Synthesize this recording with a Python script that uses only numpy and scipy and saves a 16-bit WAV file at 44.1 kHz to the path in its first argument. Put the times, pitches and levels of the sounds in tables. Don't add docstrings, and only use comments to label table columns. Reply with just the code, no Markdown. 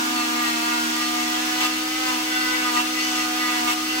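import sys
import numpy as np
from scipy import signal
from scipy.fft import rfft, irfft, next_fast_len
from scipy.io import wavfile
from scipy.ndimage import map_coordinates

SR = 44100
rng = np.random.default_rng(int(sys.argv[2]) if len(sys.argv) > 2 else 0)


def dump_mix(stems):
    frames = np.atleast_2d(stems).T
    limited = np.clip(frames, -1, 1)
    pcm = np.round(limited * 32767).astype(np.int16)
    wavfile.write(sys.argv[1], SR, pcm)


N = 176400
TIME_S = np.arange(N) / SR


def amp(db):
    return 10 ** (np.asarray(db) / 20)


def unit(x):
    return x / np.sqrt(np.mean(x ** 2) + 1e-20)


def along(points, hz):
    f, v = np.transpose(points)
    return np.interp(np.log(hz + 1), np.log(f + 1), v)


def curve(rows):
    return np.interp(TIME_S, *np.transpose(rows))


def swing(rows):
    return curve(rows) - curve(rows).mean()


def wobble(rate_hz):
    return map_coordinates(rng.standard_normal(4096), [TIME_S * rate_hz + 2], mode="wrap")


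def contacts(rows, edge_s):
    return sum(amp(db) * .5 * (1 + np.tanh((length_s / 2 - abs(TIME_S - centre_s)) / edge_s))
               for centre_s, length_s, db in rows)


def filtered(x, response):
    size = next_fast_len(N + SR // 2)
    return irfft(rfft(x, size) * response(np.fft.rfftfreq(size, 1 / SR)), size)[..., :N]


def tone(phase, lag_rad):
    sides_rad = np.array([[lag_rad], [-lag_rad]]) / 2
    return np.sqrt(2) * np.sin(phase + rng.uniform(0, 2 * np.pi) + sides_rad)


# f/Hz, left-right correlation (clipped to +-1)
NOISE_CORRELATION = [(60, 0.94), (290, 0.89), (640, -0.32), (1400, -0.12), (3000, -0.24), (8000, 0.31),
                     (14000, -2.49)]


def stereo_noise(spectrum):
    def mid_side_gains(hz):
        angle = np.arccos(np.clip(along(NOISE_CORRELATION, hz), -1, 1)) / 2
        return amp(along(spectrum, hz)) * [np.cos(angle), np.sin(angle)]
    mid, side = filtered(rng.standard_normal((2, N)), mid_side_gains)
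    return unit(np.array([mid + side, mid - side]))


# f/Hz, T60/s
ROOM_T60 = [(200, 0.49), (2000, 1), (10000, 0.06)]


def room(x):
    hz, t, noise = signal.stft(rng.standard_normal((2, SR // 2)), SR, nperseg=256)
    decay = amp(-60 * t / along(ROOM_T60, hz)[:, None])
    tail = signal.istft(noise * decay, SR, nperseg=256)[1]
    return signal.fftconvolve(x, tail / np.linalg.norm(tail[0]), axes=1)[:, :N]


# t/s, f/Hz
STROKE_HZ = [(0.06, 242.0), (0.14, 244.2), (0.26, 239.6), (0.4, 242.1), (0.52, 236.7), (0.6, 236.4),
             (0.7, 240.6), (0.88, 238.8), (0.98, 241.3), (1.3, 243.4), (1.46, 246.4), (1.76, 247.3),
             (2.02, 255.9), (2.1, 252.1), (2.18, 244.8), (2.3, 248.4), (2.48, 249.9), (2.64, 247.5),
             (2.74, 242.3), (2.94, 249.6), (3.3, 245.2), (3.4, 247.2), (3.68, 242.5), (3.93, 250.2)]
# t/s, level/dB
RASP_DB = [(0.0, 2.5), (0.2, 2.5), (0.32, 2), (0.4, 3), (0.56, 1.8), (0.74, 3), (0.94, 0.5), (1.02, 1.5),
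           (1.08, -0.5), (1.16, 1.5), (1.26, 1), (1.56, 2), (1.62, 2.5), (1.74, -1), (1.94, -5), (2.1, 4),
           (2.28, -1), (2.8, 3.5), (2.85, -5), (3.2, 1.5), (3.32, -1), (3.46, 1.5), (3.63, 2), (3.7, 3.5),
           (3.79, -10.5), (3.99, 2)]


def blade_motion():
    stroke_hz = curve(STROKE_HZ)
    return stroke_hz, 2 * np.pi * np.cumsum(stroke_hz) / SR, swing(RASP_DB)


# level/dB, rasp slope/(dB/dB), stroke-rate slope/(dB/Hz), right lag/rad
LOW_HARMONICS = [(-39.5, 0.5, -.5, 0.87), (-46, 1, 0.4, -1.84), (-37.5, 0.52, 0.36, -1.7),
                 (-42.5, 3.9, 0.17, 2.0), (-37, 0, -0.38, 1), (-37, 1, 0.1, -2), (-39.5, 0.9, 0.06, -4),
                 (-39, -0.5, 0, 1.5)]
# t/s, level/dB
SWELL_5_DB = [(0.0, -6), (0.21, 7.5), (0.28, -5), (0.36, 3), (0.44, 6.5), (0.5, -9), (0.72, 2.5),
              (0.82, -20), (0.96, -3), (0.99, 3.5), (1.24, -1.5), (1.29, 0), (1.33, 3), (1.41, -5),
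              (1.6, -3.5), (1.65, 12.5), (1.71, 0), (1.88, 0), (2.1, 4), (2.27, -10), (2.35, -2), (2.52, 2),
              (2.59, -6), (2.68, 12.5), (2.73, -3), (2.77, 14.5), (2.805, 9), (2.835, -18), (2.87, -0.5),
              (3.11, -2.5), (3.19, 6.5), (3.32, -3), (3.42, 7.5), (3.56, 3), (3.62, -7), (3.69, 13),
              (3.745, -4), (3.8, 3.5), (3.99, -9)]
SWELL_6_DB = [(0.06, 6), (0.13, -6), (0.4, 0.5), (0.62, 1.5), (0.85, 4.5), (1.08, -5), (1.9, -1),
              (1.98, -1), (2.22, -10), (2.36, 9), (2.7, 0), (3.99, 0)]
SWELL_8_DB = [(0.0, -35), (0.2, 6), (0.29, -5), (0.47, 10.5), (0.58, -3), (0.72, 7), (0.88, -6),
              (1.02, 7.5), (1.14, 0), (1.22, 4), (1.33, 4), (1.45, -0.5), (1.64, 6.5), (1.68, -0.5),
              (1.9, -1), (2.08, 8.5), (2.19, -8), (2.33, 6.5), (2.55, 13), (2.62, -2), (2.69, 9),
              (2.74, -9), (2.775, 19.5), (2.82, -15), (3.01, 12), (3.12, -2), (3.22, 9.5), (3.3, -7.5),
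              (3.42, 8.5), (3.6, 8.5), (3.64, -21), (3.71, 9), (3.75, -12), (3.86, 0), (3.99, 5)]
# f/Hz, level/dB
UPPER_SPECTRUM = [(2200, -43), (2450, -47), (2720, -39.5), (3000, -46), (3200, -45.5), (3450, -46.5),
                  (3900, -49.5), (4450, -45.5), (5000, -51)]


def blade_buzz(stroke_hz, stroke_rad, rasp_db, bite_gain):
    jitter_rad, low_drift_db, upper_drift_db, drift_hz = .035, 2, 3, 14
    chatter_db, chatter_rad, chatter_hz = 2.8, .4, 55
    bite_ring_db, room_db = 4, -14
    phase = stroke_rad + jitter_rad * amp(rasp_db / 2) * wobble(rate_hz=90)
    offset_hz = stroke_hz - stroke_hz.mean()
    swells_db = {5: swing(SWELL_5_DB), 6: swing(SWELL_6_DB), 8: swing(SWELL_8_DB)}
    bite_depth = (bite_gain / bite_gain.max()) ** 2
    slip_rad = chatter_rad * (1 + 0.66 * bite_depth)

    def harmonic(k, db, lag_rad, chatter):
        gain = amp(db + chatter * chatter_db * wobble(chatter_hz))
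        return gain * tone(k * phase + chatter * slip_rad * wobble(chatter_hz), lag_rad)

    partials = []
    for k, (base_db, per_rasp_db, per_hz, lag_rad) in enumerate(LOW_HARMONICS, 1):
        drift_db = swells_db[k] if k in swells_db else low_drift_db * wobble(drift_hz)
        db = base_db + per_rasp_db * rasp_db + per_hz * offset_hz + drift_db
        partials.append(harmonic(k, db, lag_rad, chatter=(k - 1) / 10))
    for k in range(9, 24):
        drift_db = 0.36 * swells_db[8] + upper_drift_db * wobble(drift_hz)
        db = along(UPPER_SPECTRUM, k * stroke_hz.mean()) + drift_db + bite_ring_db * bite_depth
        partials.append(harmonic(k, db, rng.uniform(-np.pi, np.pi), chatter=1))
    return sum(partials) + amp(room_db) * room(sum(partials[1:]))


def tooth_pulse(stroke_rad, depth=0.33):
    return unit(1 + depth * (np.cos(stroke_rad) + .5 * np.cos(2 * stroke_rad)))


# f/Hz, density/dB
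SCRAPE_SPECTRUM = [(200, -36), (380, -3), (600, -32), (800, 0), (1000, 0.5), (1750, -5.5), (2800, 2),
                   (4500, -10.5), (7000, -7.5), (15000, -20.5)]


def tooth_scrape(stroke_rad, rasp_db, bite_gain):
    gain = np.hypot(amp(-32.5 + rasp_db), bite_gain)
    return gain * tooth_pulse(stroke_rad) * stereo_noise(SCRAPE_SPECTRUM)


# f/Hz, density/dB
SIZZLE_SPECTRUM = [(4000, -33), (8000, -10), (10500, -6), (12800, 0), (15500, 0)]


def tooth_sizzle(rasp_db, bite_gain, flutter_db=1.1, width=.42):
    gain = np.hypot(amp(-38 + .17 * rasp_db), amp(-11) * bite_gain)
    mid, side = filtered(rng.standard_normal((2, N)), lambda hz: amp(along(SIZZLE_SPECTRUM, hz)))
    hiss = unit(np.array([mid + width * side, mid - width * side]))
    return gain * amp(flutter_db * wobble(rate_hz=150)) * hiss


# f/Hz, level/dB, right lag/rad
SHAFT_TONES = [(314.2, -31, -.33), (628.5, -60.5, 0)]
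# f/Hz, initial level/dB, fade/(dB/s)
FAN_WHISTLES = [(6788, -51, 1.5), (6907, -48, 4.5), (7025, -54, 4)]
# f/Hz, density/dB
AIR_SPECTRUM = [(25, -42), (42, -27), (54, 0), (70, -16), (110, -14), (170, -7.5), (260, -4.5), (400, -4),
                (600, -5.5), (1000, 0.5), (1500, 2.5), (1770, -3), (2050, 3.5), (4000, 1), (6000, 1.5),
                (7500, -6.5), (10000, -3), (15500, -84)]


def extractor(air_db=-29, sway_db=.6, wander_s=2e-5):
    t = TIME_S + wander_s * wobble(rate_hz=4.4)
    hum = sum(amp(db) * tone(2 * np.pi * hz * t, lag_rad) for hz, db, lag_rad in SHAFT_TONES)
    whistles = sum(amp(db - fade * t) * tone(2 * np.pi * hz * t, lag_rad=1)
                   for hz, db, fade in FAN_WHISTLES)
    air = amp(air_db + sway_db * wobble(rate_hz=7.03)) * stereo_noise(AIR_SPECTRUM)
    return hum + whistles + air


def opening_tone(hz=267.7, db=-38.5, fade_s=0.6):
    fade = np.clip(1 - TIME_S / fade_s, 0, 1)
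    return amp(db) * fade * tone(2 * np.pi * hz * TIME_S, lag_rad=0)


# centre t/s, length/s, level/dB
BLADE_BITES = [(0.48, 0.074, -32), (1.638, 0.07, -25), (2.13, 0.08, -48), (2.675, 0.04, -39),
               (2.782, 0.093, -30), (3.708, 0.068, -26.5)]


def blade_bites():
    return contacts(BLADE_BITES, edge_s=0.0036)


# centre t/s, length/s, level/dB
TOOTH_SKATES = [(1.2, 0.68, -39), (3.12, 0.27, -34)]
# f/Hz, density/dB
GRIT_SPECTRUM = [(2500, -25), (4400, -7), (6200, 0), (8500, -17)]


def tooth_skate(stroke_rad, grain_db=3):
    grain = amp(grain_db * wobble(rate_hz=300))
    grit = unit(tooth_pulse(stroke_rad) * grain * stereo_noise(GRIT_SPECTRUM))
    return contacts(TOOTH_SKATES, edge_s=.06) * grit


def scene():
    stroke_hz, stroke_rad, rasp_db = blade_motion()
    bite_gain = blade_bites()
    return (blade_buzz(stroke_hz, stroke_rad, rasp_db, bite_gain)
            + tooth_scrape(stroke_rad, rasp_db, bite_gain) + tooth_sizzle(rasp_db, bite_gain)
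            + extractor() + opening_tone() + tooth_skate(stroke_rad))


def record(dry):
    cutoff_hz = 15800
    return filtered(dry, lambda hz: hz < cutoff_hz)


dry = scene()
out = record(dry)
dump_mix(out)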